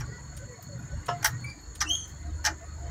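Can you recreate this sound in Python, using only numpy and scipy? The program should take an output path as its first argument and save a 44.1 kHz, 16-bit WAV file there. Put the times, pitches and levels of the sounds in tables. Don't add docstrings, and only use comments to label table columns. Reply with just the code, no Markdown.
import sys
import numpy as np
from scipy import signal
from scipy.fft import rfft, irfft
from scipy.io import wavfile

SR = 44100
rng = np.random.default_rng(int(sys.argv[2]) if len(sys.argv) > 2 else 0)


def boost(x):
    u = np.asarray(x, float) / 20
    return 10 ** u


def dump(signal):
    limited = np.clip(np.atleast_2d(signal).T, -1, 1)
    pcm = np.round(limited * 32767).astype(np.int16)
    wavfile.write(sys.argv[1], SR, pcm)


N = 127890

# time_s, firing_hz, third_order_db, fifth_order_db, rumble_db, deep_rumble_db
ENGINE_COURSE = [(0.0, 24.24, -42.5, -35, -39.5, -46), (0.18, 24.03, -50.5, -52.5, -44.5, -57),
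                 (0.38, 23.9, -46, -48.5, -43, -45), (0.6, 23.5, -64, -55.5, -50, -70),
                 (0.79, 24.44, -47, -39, -36, -61), (0.86, 23.73, -64, -56, -46.5, -58),
                 (0.97, 23.72, -33.5, -41.5, -37.5, -40.5), (1.05, 25.01, -57, -59, -53, -48),
                 (1.1, 24.77, -66, -41, -31, -49), (1.23, 24.01, -68, -55, -40, -55),
                 (1.28, 24, -38, -41, -50, -39), (1.34, 24.3, -63, -38.5, -37.5, -65),
                 (1.51, 24.86, -39.5, -39, -36, -50), (1.55, 24.92, -60.5, -70, -53, -50),
                 (1.89, 26.01, -42.5, -67, -46.5, -46), (2.0, 24.46, -53, -65, -49.5, -59.5),
                 (2.3, 25.1, -35, -61.5, -44.5, -43), (2.58, 25.23, -44, -60, -48.5, -52.5),
                 (2.9, 24.58, -34, -44, -46.5, -44)]
# multiple of the firing rate, level_db (against the rumble)
WEAK_ORDERS = [(4, -7.5), (6, -9.5), (7, -19.5)]
# frequency_hz, level_db (per Hz)
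RUMBLE_COLOUR = [(13, -24), (22, -28), (43, -20), (59, 4.5), (75, -12.5), (96, 4.5), (129, -0.5),
                 (183, -6.5), (260, -15.5), (340, -21.5), (570, -120)]
# frequency_hz, level_db (per Hz)
CAB_COLOUR = [(120, -41), (200, -21.5), (416, -10), (800, -14), (1000, -8), (1940, -7), (2610, -23),
              (4000, -18.5), (5900, -21), (7800, -22), (9060, -29.5), (16000, -33)]
# time_s, level_db
CAB_LOUDNESS = [(0.0, -45.5), (0.08, -53), (0.54, -55.5), (0.76, -54), (1.23, -49.5), (1.61, -55.5),
                (1.87, -55), (2.76, -55), (2.9, -49)]
# centre_hz, width_hz, level_db, swing_db
HUMMING_PANELS = [(306.2, 30.5, -64, 3), (569, 20.5, -73, 6.5), (709, 45, -72.5, 5.5), (982, 37, -73, 5.5),
                  (1453, 74, -74, 8.5)]
# start_s, below_800_hz_db, to_3_khz_db, to_8_khz_db, above_8_khz_db, rise_s, chatter_s
TRIM_KNOCKS = [(.001, -73, -36.5, -41.5, -38.5, 0.00018, 0.015),
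               (1.225, -30, -30, -33, -28, 0.0013, 0.0087), (1.243, -48, -12, -15.5, -5.5, 0.0017, 0.0066),
               (1.254, -38, -12.5, -15, -7, 0.0059, 0.0061), (1.803, -59, -23.5, -18.5, -24, 0.0046, 0.011),
               (1.813, -63, -20, -25.5, -21.5, 0.003, 0.012), (2.44, -58, -29, -35, -30, 0.0018, 0.0077),
               (2.449, -56, -19.5, -18, -18.5, 0.00047, 0.0055),
               (2.459, -43, -24, -15, -19, 0.00035, 0.0042), (2.465, -24, -18, -31, -29, 0.00092, 0.017)]
# pitch_hz, level_db, t60_s (time to fall by 60 dB)
TRIM_MODES = [(705, -4, 0.12), (856, -3, 0.1), (1205, -8, 0.09), (1410, -7, 0.09), (1570, -5, 0.09),
              (1830, -6, 0.07), (2090, -6, 0.06), (2388, -7.5, .06), (3250, -9, 0.06), (4760, -7, .05),
              (5260, -6, 0.05), (5500, -5, 0.05), (5740, 2, 0.04), (5920, -3, 0.05), (6260, -2, 0.04)]
# frequency_hz, level_db (per Hz)
KNOCK_COLOUR = [(450, -36), (600, -2.5), (830, -23.5), (1810, 1), (2420, -30), (2800, -12.5), (3300, -13),
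                (3950, -13.5), (5710, -4.5), (8970, -21), (13500, -20), (16000, -33)]
# frequency_hz, t60_s
KNOCK_DECAY = [(500, 0.26), (2000, 0.086), (6000, 0.083), (15000, 0.02)]
# start_s, length_s, start_hz, end_hz, level_db
CREAK_GLIDES = [(.39, 0.07, 480, 590, -47), (0.47, 0.1, 520, 420, -45.5), (0.68, 0.11, 605, 525, -47),
                (0.914, 0.046, 540, 570, -47), (1.308, 0.086, 1836, 1960, -49),
                (0.085, 0.13, 1936, 1938, -49), (0.093, .1, 1450, 1457, -51),
                (1.551, 0.052, 300, 297, -47.5), (1.84, 0.092, 310, 318, -40),
                (2.243, 0.092, 312, 312, -47.5), (2.475, 0.07, 318, 311, -42),
                (2.814, 0.051, 310, 323.2, -50), (1.877, 0.086, 699, 693, -50),
                (2.237, 0.08, 705, 705, -48.5), (2.8, .09, 698, 687, -44), (2.6, 0.055, 699, 697, -49),
                (0.87, 0.1, 1450, 1560, -53), (0.47, 0.09, 1950, 1900, -55)]
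# start_s, peak_db, pitch_hz, t60_s
BRIGHT_TICKS = [(0.366, -48.5, 8850, 0.067), (0.624, -49.5, 14600, 0.064), (1.059, -47, 8800, 0.048),
                (1.268, -27.5, 14800, 0.031), (1.4044, -61, 8330, 0.047), (1.752, -45.5, 8850, 0.043),
                (2.051, -65, 9290, 0.088), (2.0747, -63, 15270, 0.23)]
# frequency_hz, level_db (per Hz)
TICK_COLOUR = [(2500, 4), (4000, 2.5), (12000, -5), (15500, -7), (16500, -21)]
# pitch_hz, level_db, t60_s
THUD_MODES = [(496, -67, 0.14), (571, -44.5, 0.13), (700.6, -30.5, 0.16), (980, -37.5, 0.072),
              (1062, -35, 0.045), (1300, -35, 0.055), (1366, -37.5, 0.077), (1696, -45.5, 0.1),
              (2860, -37, 0.014), (5270, -39, 0.012)]
# time_s, pitch_hz, partial_1_db, partial_2_db, partial_4_db
CHIRP_COURSE = [(1.432, 2341, -77, -72, -93), (1.446, 2265, -32.5, -68, -48.5),
                (1.462, 2340, -41, -55, -79), (1.5, 2367, -44.5, -42.5, -64.5),
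                (1.564, 2250, -67, -87, -102), (1.59, 2317, -102, -86, -89)]
# time_s, pitch_hz, partial_1_db, partial_2_db, partial_3_db, partial_4_db
SQUEAK_COURSE = [(1.85, 2712, -55, -77, -76, -75), (1.874, 2710, -34.5, -49, -48, -81),
                 (1.882, 2985, -39, -41, -74, -83), (1.892, 2950, -40.5, -32, -41.5, -62),
                 (1.902, 3040, -24, -33, -54, -52), (1.914, 3178, -21.5, -31.5, -59, -60),
                 (1.949, 3236, -35, -34, -50, -56), (1.955, 3260, -21, -23, -48, -58),
                 (1.961, 3270, -37, -34, -50, -60), (1.98, 3228, -63, -39, -55, -79),
                 (2.022, 3130, -50.5, -42, -62, -88), (2.07, 3060, -60, -43.5, -70, -77)]


def in_time(rows):
    times, *columns = np.transpose(rows)
    return [np.interp(np.arange(N) / SR, times, column) for column in columns]


def at_hz(points, hz):
    table_hz, values = np.transpose(points)
    return np.interp(np.log(hz), np.log(table_hz), values)


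def rms_one(x):
    return x / np.sqrt(np.mean(x ** 2) + 1e-20)


def drift(rate_hz):
    r = np.exp(-16 * np.pi * rate_hz / SR)
    white = rng.standard_normal(N // 8 + 6002)
    slow = signal.lfilter([1], [1, -2 * r, r * r], white)[6000:]
    return np.interp(np.arange(N) / 8, np.arange(len(slow)), rms_one(slow - slow.mean()))


def band(x, low_hz, high_hz, order=2):
    return signal.sosfilt(signal.butter(order, [low_hz, high_hz], "band", fs=SR, output="sos"), x)


def narrow_noise(centre_hz, width_hz):
    white = rng.standard_normal(N)
    return rms_one(band(white, centre_hz - width_hz / 2, centre_hz + width_hz / 2))


def ring(clicks, hz, t60_s):
    r, w = boost(-60 / (t60_s * SR)), 2 * np.pi * hz / SR
    return signal.lfilter([0, np.sin(w)], [1, -2 * r * np.cos(w), r * r], clicks + 1e-18)


def coloured(spectrum):
    hz = np.maximum(np.arange(N // 2 + 1) * SR / N, 1)
    return rms_one(irfft(rfft(rng.standard_normal(N)) * boost(at_hz(spectrum, hz)), N))


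def dying(start_s, db, t60_s):
    marks = np.full(N, 1e-18)
    np.add.at(marks, (np.asarray(start_s) * SR).astype(int), boost(db))
    return signal.lfilter([1], [1, -boost(-60 / (t60_s * SR))], marks)


def echo(x, db, t60_s):
    t = np.arange(SR // 3) / SR
    tail = rng.standard_normal(len(t)) * boost(-60 * t / t60_s) * (t > .002)
    return x + boost(db) * signal.fftconvolve(x, tail / np.sqrt(np.sum(tail ** 2)))[:N]


def engine():
    hz, third_db, fifth_db, rumble_db, deep_db = in_time(ENGINE_COURSE)
    turn = 2 * np.pi * np.cumsum(hz) / SR
    third = boost(third_db + 1.5 * drift(12)) * np.sin(3 * turn + .4 * drift(5))
    fifth = boost(fifth_db) * np.sin(5 * turn + 1)
    out = np.sqrt(2) * (third + fifth)
    out += boost(deep_db + 1.0) * np.sin(2 * turn + drift(2.2))
    for multiple, db in WEAK_ORDERS:
        level = boost(db + rumble_db + 3 * drift(1.27))
        out += level * np.sin(multiple * turn + drift(0.79))
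    noise = coloured(RUMBLE_COLOUR) * (1 + 0.5 * np.sin(turn))
    out += boost(rumble_db - 2) * band(noise, 94.4, 350, order=3)
    out += boost(deep_db + 5.5) * band(noise, 38, 79.6)
    jolt_db, jolt_rate_hz = 2.0, 6
    return out * boost(jolt_db * drift(jolt_rate_hz))


def cab():
    patchy_db, patchy_rate_hz, gain_db = 1.6, 36, -5.5
    level_db, = in_time(CAB_LOUDNESS)
    mean_db = level_db.mean()
    noise, edges = [coloured(CAB_COLOUR), coloured(CAB_COLOUR)], np.geomspace(200, 16500, 20)
    out = 0
    for k, (low, high) in enumerate(zip(edges, edges[1:])):
        follows = 1. if high < 5000 else .3
        change_db = follows * (level_db - mean_db) + patchy_db * drift(patchy_rate_hz)
        out = out + band(noise[k % 2], low, high) * boost(change_db)
    out = out * boost(mean_db + gain_db)
    for hz, width_hz, db, swing_db in HUMMING_PANELS:
        out += boost(db + swing_db * drift(23)) * narrow_noise(hz, width_hz)
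    return out


def hums():
    swing_db, swing_rate_hz, t60_s, gain_db = 6.5, 5, .1, -1.5
    level_db, = in_time(CAB_LOUDNESS)
    white, out = rng.standard_normal(N), 0
    for hz in np.geomspace(350, 5500, 44) * rng.uniform(.97, 1.03, 44):
        level = boost(at_hz(CAB_COLOUR, hz) + swing_db * drift(swing_rate_hz))
        out = out + level * rms_one(ring(white, hz, t60_s))
    return boost(level_db + gain_db) * rms_one(out)


def insects():
    cricket = narrow_noise(4353, 72)
    hiss = band(rng.standard_normal(N), 6450, 7500, order=3)
    hiss = rms_one(hiss + 1.5 * band(hiss, 6600, 6950, order=1))
    cicada = hiss * (1 + .15 * drift(60))
    return boost(-62.5 + 3 * drift(8)) * cricket + boost(-55 + .9 * drift(4)) * cicada


def jingles():
    hits_per_s, level_db, t60_s = 40, -68, .1
    hits = (rng.random(N) < hits_per_s / SR) * boost(level_db + 3 * rng.standard_normal(N))
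    pitches, dealt = np.geomspace(2500, 12500, 24), rng.integers(0, 24, N)
    return sum(ring(hits * (dealt == k), hz, t60_s) for k, hz in enumerate(pitches))


def knocks():
    clicks_per_s, ring_db, uneven_db, tail_db = 1000, -11, 4.55, -5
    rows = np.array(TRIM_KNOCKS)

    def level_db(hz):
        return rows[:, 1 + (hz > 800) + (hz > 3000) + (hz > 8000)]

    age = np.maximum(np.arange(N) / SR - rows[:, :1], 0)
    rise, length = 1 - np.exp(-age / rows[:, -2:-1]), rows[:, -1:]
    clicks = (rng.random(N) < clicks_per_s / SR) * rng.standard_normal(N)
    bursts = rise * np.exp(-(age / length) ** 2) * clicks
    out = np.zeros(N)
    for k, (hz, db, t60_s) in enumerate(TRIM_MODES):
        strength = boost(ring_db + db + level_db(hz) + rng.normal(0, uneven_db, len(rows)))
        out += (-1) ** k * ring(strength @ bursts, hz, t60_s)
    noise, edges = coloured(KNOCK_COLOUR), np.geomspace(500, 16500, 11)
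    for low, high in zip(edges, edges[1:]):
        hz = np.sqrt(low * high)
        t60_s = at_hz(KNOCK_DECAY, hz) * (0.47 + length / 0.023)
        shape = rise * boost(-60 * np.maximum(age - .5 * length, 0) / t60_s)
        out += boost(tail_db) * band(noise * (boost(level_db(hz)) @ shape), low, high, order=3)
    return band(out, 600, 17000, order=3)


def creaks():
    t, out = np.arange(N) / SR, 0
    for start_s, length_s, start_hz, end_hz, db in CREAK_GLIDES:
        u = np.clip((t - start_s) / length_s, 0, 1)
        hz = start_hz + (end_hz - start_hz) * u + 18 * drift(40)
        turn = 2 * np.pi * np.cumsum(hz) / SR
        out = out + boost(db) * np.sin(np.pi * u) * np.sin(turn) * (1 + .3 * drift(60))
    return out


def ticks():
    puff_db, ring_db = 5.5, 3
    out, noise = np.zeros(N), coloured(TICK_COLOUR)
    for start_s, db, hz, t60_s in BRIGHT_TICKS:
        soft_start = signal.lfilter([.006], [1, -.994], dying([start_s], db + puff_db, t60_s))
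        puff = soft_start * noise * boost(4 * drift(300))
        out += band(puff, .4 * hz, 17000, order=1)
        tone = np.sin(2 * np.pi * hz * np.arange(N) / SR + 1.3 * drift(150))
        out += dying([start_s], db + ring_db, t60_s) * tone
    return out


def thud():
    start_s, rise_s, fall_s, clicks_per_s, puff_db = 1.082, 0.004, 0.018, 2200, -36
    age = np.maximum(np.arange(N) / SR - start_s, 0)
    shape = (1 - np.exp(-age / rise_s)) * np.exp(-age / fall_s)
    clicks = shape * (rng.random(N) < clicks_per_s / SR) * 1.3 * rng.standard_normal(N)
    puff = boost(puff_db) * shape * rms_one(band(rng.standard_normal(N), 660, 3400))
    ringing = sum(boost(db) * ring(clicks, hz, t60_s) for hz, db, t60_s in THUD_MODES)
    return band(ringing, 420, 7000) + puff


def squeak(rows, multiples, spread):
    jitter, rough, fade_s, wash_db = .006, .3, .02, -7
    hz, *levels = in_time(rows)
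    t = np.arange(N) / SR
    wash = rms_one(band(rng.standard_normal(N), 11660, 20000))
    out = boost(levels[-1] + wash_db) * wash
    for side, share in [(0, 0.96), (-1.5, 0.3), (1, 0.2)]:
        turn = 2 * np.pi * np.cumsum(hz * (1 + side * spread + jitter * drift(200))) / SR
        for k, db in zip(multiples, levels):
            flutter = 1 + rough * (k - .5) * drift(167 * np.sqrt(k))
            out = out + share * boost(db) * np.sin(k * turn) * flutter
    return out * (t > rows[0][0]) * np.clip((rows[-1][0] - t) / fade_s, 0, 1)


def scene():
    squeaks = squeak(SQUEAK_COURSE, [1, 2, 3, 4], .02) + squeak(CHIRP_COURSE, [1, 2, 4], .005)
    near = echo(knocks() + thud() + ticks() + creaks() + jingles(), db=-10, t60_s=0.11)
    far = engine() + cab() + hums() + insects()
    return (far + near + echo(squeaks, db=-8, t60_s=0.3))[None]


def top_cut(x):
    return signal.sosfilt(signal.butter(12, 16330, fs=SR, output="sos"), x)


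def record(dry):
    low_pass = signal.ellip(10, .5, 60, 15850, fs=SR, output="sos")
    mix = signal.sosfilt(low_pass, dry)
    return top_cut(mix)


dry = scene()
out = record(dry)
dump(out)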